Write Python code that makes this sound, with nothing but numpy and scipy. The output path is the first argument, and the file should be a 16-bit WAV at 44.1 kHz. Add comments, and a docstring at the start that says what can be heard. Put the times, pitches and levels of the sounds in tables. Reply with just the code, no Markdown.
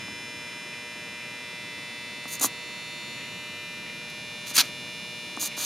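"""A workshop: a lamp ballast buzzes at twice the mains frequency over patchy hiss and a soft rumble.
The buzz is a stack of overtones; hand-held microphones drift through its standing waves, so they swell and fade.
A pencil taps and scratches ticks on a sheet of paper on a hard slab: single blows and rough noise ring
resonances of tip, sheet, shaft and slab. Something small rattles now and then in bursts of grainy noise."""
import sys
import numpy as np
from scipy import signal
from scipy.fft import rfft, irfft, next_fast_len
from scipy.io import wavfile
from scipy.ndimage import uniform_filter1d, map_coordinates

SR = 44100
rng = np.random.default_rng(int(sys.argv[2]) if len(sys.argv) > 2 else 0)


def wav_record(signal):
    """Record a signal, one row per channel, as 16-bit PCM in the file named by sys.argv[1]."""
    frames = np.transpose(np.atleast_2d(signal))
    bounded = np.clip(frames, -1, 1)
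    # unit amplitude maps onto the largest positive 16-bit level
    quanta = np.round(bounded * 32767).astype(np.int16)
    wavfile.write(sys.argv[1], SR, quanta)


N = 249165

# Resonances; body() applies each set twice. Columns: f/Hz, width/Hz, level per pass/dB
# graphite tip on paper fibres
TIP_MODES = [(6500, 950, 0), (9600, 1200, -1.5), (13200, 3000, -5)]
# paper on its hard support
SLAB_MODES = [(250, 120, 1), (680, 300, -1.5), (1150, 450, 0)]


def amp(db):
    """Decibels to gain."""
    return 10 ** (np.asarray(db) / 20)


def unit(x):
    """Scale to rms 1."""
    return x / np.sqrt(np.mean(x ** 2) + 1e-20)


def along(points, hz):
    """Read (Hz, value) points on a log frequency axis."""
    f, v = np.transpose(points)
    return np.interp(np.log(hz + 1), np.log(f + 1), v)


def curves(rows):
    """One value per sample for each column after the time."""
    seconds, *columns = np.transpose(rows)
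    return [np.interp(np.arange(N) / SR, seconds, c) for c in columns]


def wobble(rate):
    """A random curve of straight segments, rate knots a second."""
    knots = rng.standard_normal(int(N * rate / SR) + 4)
    return map_coordinates(knots, [np.arange(N) * rate / SR], order=1)


def filtered(x, response):
    """x times a complex response of frequency."""
    m = next_fast_len(N + SR // 2)
    spectrum = rfft(x, m) * response(np.fft.rfftfreq(m, 1 / SR))
    return irfft(spectrum, m)[..., :N]


def body(x, modes):
    """x through a set of resonances, twice over: the valleys between them are deep."""
    def response(f):
        total = 0
        for k, (centre, width, db) in enumerate(modes):
            resonance = 1j * f * width / (centre ** 2 - f ** 2 + 1j * f * width)
            total = total + (-1) ** k * amp(db) * resonance
        return total ** 2
    return filtered(x, response)


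def grit(spike_db):
    """Noise whose samples differ widely in size when spike_db is high, like fibres catching."""
    return unit(rng.standard_normal(N) * amp(spike_db * wobble(900)))


def ballast():
    """Each overtone meets the standing waves in its own way, with a small phase difference left to right."""
    # base pitch of the buzz. Columns: t/s, f/Hz
    pitch = [(0, 120.003), (2, 119.992), (3.7, 119.974), (5.65, 119.978)]
    # strong overtones. Columns: multiple, level/dB, then dB per unit of sway, of lean, of tilt
    strong_rows = [(4, -60.0, -0.2, 0.4, 0.4), (5, -56.8, -0.5, 0.0, -0.0), (8, -56.1, 0.7, -0.4, 0.4),
                   (15, -54.1, -0.8, -0.1, -1.3), (16, -57.9, 5.4, -0.5, 1.3), (17, -48.6, 4.4, 0.2, -0.1),
                   (19, -55.8, -1.3, 2.4, 3.0), (20, -45.7, -1.1, -1.6, -1.0), (22, -51.0, 3.2, 1.4, -0.4),
                   (23, -55.1, -0.9, 0.0, -0.7), (24, -53.4, -3.2, 2.4, -1.7), (25, -57.1, 4.8, -2.1, -1.6),
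                   (29, -55.5, -1.0, -1.4, 5.0), (30, -52.2, -1.1, 3.1, 0.6), (33, -54.2, -0.1, 0.1, -0.3),
                   (34, -60.2, -3.5, -0.2, -1.8), (36, -57.5, -0.7, 4.6, 1.4), (42, -60.8, 0.2, 1.6, 3.9),
                   (43, -57.7, -2.0, -4.2, 0.5), (44, -61.0, -0.5, -3.1, 3.3), (47, -65.5, 0.4, 2.3, -1.1),
                   (53, -68.1, -1.4, -5.1, 2.5), (58, -64.7, 0.8, 5.8, -1.0), (59, -67.3, -3.5, -4.4, -0.1),
                   (74, -69.2, 6.2, -1.1, 0.9), (86, -66.5, -0.0, 1.6, 0.3), (87, -68.1, -1.6, -2.4, -0.1),
                   (89, -68.1, -0.9, -1.3, -0.4)]
    # drift of the microphones in the standing waves. Columns: t/s, sway, lean, tilt [arbitrary units]
    drift_path = [(0.1, 0.5, -1.8, 0.4), (1.3, 0.6, -1.0, -0.2), (1.45, 0.6, -0.3, 0.8),
                  (1.75, 1.0, 0.2, 1.1), (2.0, 0.8, 0.6, 1.2), (2.6, 0.7, 1.5, 0.4), (3.1, 0.4, 1.9, 0.3),
                  (3.3, 0.3, 1.2, -1.5), (3.6, 0.4, 0.0, -2.6), (4.0, -0.7, -0.2, -0.6),
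                  (4.3, -1.7, 0.1, 0.2), (4.8, -2.0, 0.1, 0.5)]
    # ceiling of the weaker overtones, before drift and waver. Columns: f/Hz, level/dB
    weak_ceiling = [(480, -58), (780, -68.5), (1500, -60), (3600, -59), (4700, -66), (6400, -68),
                    (8200, -73.5), (9100, -71.5), (11000, -77), (14000, -84)]
    # middle level of the faint lines between the overtones. Columns: f/Hz, level/dB
    halfway = [(2400, -67.5), (4700, -70), (8200, -81.5), (11000, -80), (14000, -90)]
    weak_spread_db, weak_drift_db = 4, 1.76  # scatter below the ceiling; swing per unit of drift
    turn = 2 * np.pi * np.cumsum(curves(pitch)[0]) / SR
    t, step = np.arange(N), 64  # levels are worked out every 64 samples
    drift = np.array(curves(drift_path))[:, ::step]
    seconds = t[::step] / SR
    out, halves = np.zeros((2, N)), np.zeros(N, complex)
    strong = {row[0]: row[1:] for row in strong_rows}
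    for k in range(4, 122):
        tone = np.exp(1j * k * turn)
        hz = k * pitch[0][1]
        start, start_half = rng.uniform(0, 2 * np.pi, size=2)
        apart, scatter, scatter_half, *swing = rng.normal(size=6)
        weak_db = along(weak_ceiling, hz) - weak_spread_db * abs(scatter)
        weak_slopes = weak_drift_db * np.array(swing)
        db, *slopes = strong.get(k, (weak_db, *weak_slopes))
        waver_db = 0.88 * np.interp(seconds, np.arange(13) / 2, rng.normal(size=13))
        level = amp(db + slopes @ drift + waver_db)
        wave = np.interp(t, t[::step], level) * np.sqrt(2) * tone  # levels are rms
        lead = .2 * apart  # radians
        left = (wave * np.exp(1j * (start + lead))).imag
        right = (wave * np.exp(1j * (start - lead))).imag
        out += [left, right]
        if 20 <= k < 110:  # the two half-cycles of the mains are not quite alike: faint lines halfway
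            half_db = along(halfway, hz) + 6.6 * scatter_half
            halves += amp(half_db) * np.exp(1j * start_half) * tone
    return out + (halves * np.exp(.5j * turn)).imag  # half a multiple higher


def room():
    """Patchy hiss of the workshop, its low end swelling slowly as a rumble."""
    # colour of the hiss. Columns: f/Hz, relative level per Hz/dB
    air_colour = [(30, -37), (62, -17), (125, -1), (220, 0), (400, -7.5), (780, -12.5), (980, -11),
                  (1500, -13.5), (2300, -12), (3100, -17.5), (4700, -21.5), (6500, -24.5), (8300, -30.5),
                  (10500, -29), (14500, -41), (16000, -55)]
    # likeness of left and right. Columns: f/Hz, correlation
    likeness = [(60, 1), (500, 0.75), (12000, 0.49)]
    # swell of the low rumble. Columns: t/s, level change/dB
    rumble_swell = [(0, 2.5), (1, -3), (4.7, 0), (5.65, -1.5)]
    z = signal.stft(rng.standard_normal((2, N)), nperseg=512)[2]
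    # random patches, smoothed over frequency and then time
    field = uniform_filter1d(rng.standard_normal(z.shape[1:]), 6, 0)
    field = uniform_filter1d(field, 14, 1)
    pair = signal.istft(z * amp(0.68 * unit(field)), nperseg=512)[1][:, :N]

    def mid_side(hz):
        angle = np.arccos(np.clip(along(likeness, hz), -1, 1)) / 2
        return amp(along(air_colour, hz)) * [np.cos(angle), np.sin(angle)]

    mid, side = filtered(pair, mid_side)
    air = amp(-45.5) * unit(np.array([mid + side, mid - side]))
    low = filtered(air, lambda hz: 1 / (1 + (hz / 350) ** 4))
    return air + (amp(curves(rumble_swell)[0]) - 1) * low


def rattles():
    """Short bursts of grainy contact that die away."""
    # bursts, level before the onset and fade. Columns: t/s, length/s, level/dB
    bursts = [(0.0, 0.056, -49), (.47, 0.087, -45), (0.714, .12, -46), (1.192, 0.11, -43),
              (3.169, 0.16, -39.5), (3.857, 0.12, -44.5), (5.507, .07, -38.5)]
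    # resonances of the small loose thing. Columns: f/Hz, width/Hz, level per pass/dB
    loose_modes = [(1800, 500, -1), (2500, 1000, 0), (5500, 4000, -13)]
    t, shape = np.arange(N) / SR, np.zeros(N)
    for s, length, db in bursts:
        onset = np.clip((t - s) / .01, 0, 1)
        fade = np.clip((s + length - t) / length, 0, 1)
        shape += amp(db) * onset * fade
    return shape * amp(4.0 * wobble(90)) * unit(body(grit(spike_db=0.0), loose_modes))


def taps(events, modes, gain_db):
    """Single blows ringing a set of resonances."""
    blows = np.zeros(N)
    for s, db in events:
        blows[round(s * SR)] = amp(db + gain_db)
    return body(blows, modes)


def knocks():
    """The pencil lands: each blow rings the paper on its slab."""
    # landings. Columns: t/s, level before the blow gain/dB
    landings = [(0.082, -29), (2.255, -26.5), (2.411, -23), (2.444, -12.5), (4.512, -32), (5.373, -20.5),
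                (5.428, -26), (5.577, -25)]
    return taps(landings, SLAB_MODES, gain_db=29.0)


def ticks():
    """The tip touches the paper: each blow rings its two lower resonances."""
    # touches. Columns: t/s, level before the blow gain/dB
    touches = [(2.2418, -29), (2.2534, -37), (2.3984, -13), (4.4144, -32), (4.4224, -38), (4.5665, -12),
               (5.3672, -22), (5.5682, -24)]
    return taps(touches, TIP_MODES[:2], gain_db=13.5)


def strokes():
    """The tip drags over fibres: it bites, presses harder, eases and lifts; sheet, wood and slab ring on a little."""
    # pencil strokes. Columns: down t/s, hardest t/s, up t/s, hiss level at hardest/dB,
    # softer at down/dB, softer at up/dB, then sheet, shaft and slab level over the hiss/dB
    stroke_rows = [(2.276, 2.341, 2.364, -34, 9, 8, -11, -30, -27),
                   (2.391, 2.399, 2.402, -32, 9, 8, -7, -30, -20),
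                   (2.409, 2.448, 2.467, -20.5, 6, 8, -11, -16, -12),
                   (4.095, 4.097, 4.104, -47, 0, 6, -1, -20, -20),
                   (4.46, 4.506, 4.515, -37, 5, 3, -5, -7, -20),
                   (4.535, 4.568, 4.575, -17, 25, 7, -6, -9, -19),
                   (4.575, 4.589, 4.612, -19, 2, 4, 1.5, -1.5, -19),
                   (4.63, 4.645, 4.69, -48, 2, 6, 0, -2, -5),
                   (5.392, 5.432, 5.474, -27, 10, 4, -8, -22, -17),
                   (5.566, 5.645, 5.7, -31.5, 4, 0, -4, -10, -16)]
    # flexing paper. Columns: f/Hz, width/Hz, level per pass/dB
    sheet_modes = [(4300, 1500, 0)]
    # loaded wooden pencil. Columns: f/Hz, width/Hz, level per pass/dB
    shaft_modes = [(1380, 850, -2), (2547, 590, 2), (3270, 710, 0.5), (5800, 660, -2.5)]
    # time to fall 60 dB after the lift: hiss, sheet, shaft, slab [s]
    ring_t60 = [.045, .045, .08, .13]
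    bite_s = 0.0052  # the tip sets down
    mode_sets = (TIP_MODES, sheet_modes, shaft_modes, SLAB_MODES)
    parts = np.array([unit(body(grit(spike_db=2.5), modes)) for modes in mode_sets])
    t, levels = np.arange(N) / SR, np.zeros((4, N))
    for down, hardest, up, db, swell_db, sag_db, *over in stroke_rows:
        press_db = db - np.interp(t, [down, hardest, up], [swell_db, 0, sag_db])
        ring_db = -60 * np.maximum(t - up, 0) / np.c_[ring_t60]
        bite = np.clip((t - down) / bite_s, 0, 1)
        levels += bite * amp(press_db + ring_db + np.c_[[0, *over]])
    return amp(1.44 * wobble(150)) * np.sum(levels * parts, axis=0)


def echo(x, t60):
    """The walls answer with a short unrelated tail in each channel."""
    fade = amp(-60 * np.arange(SR // 4) / SR / t60)
    tail = rng.standard_normal((2, SR // 4)) * fade
    return signal.fftconvolve(x[None], tail / np.linalg.norm(tail[0]), axes=1)[:, :N]


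def scene():
    """Buzz and room, with the near sounds and their echo; the near sounds are slightly louder on the right."""
    near = rattles() + knocks() + ticks() + strokes()
    close = amp(-17.5) * echo(near, t60=0.0044) + amp(-13.5) * echo(near, t60=0.067)
    return ballast() + room() + near * amp([[-.3], [.3]]) + close


def record(dry):
    """The input stage rounds off the highest peaks; the treble fades above 14.8 kHz and ends at the band limit."""
    top_hz = 15900
    rounded = dry / (1 + np.abs(dry / .7) ** 4) ** (1 / 4)
    return filtered(rounded, lambda hz: (hz < top_hz) * amp(-6 * np.clip((hz - 14800) / 1000, 0, 2)))


dry = scene()
out = record(dry)
wav_record(out)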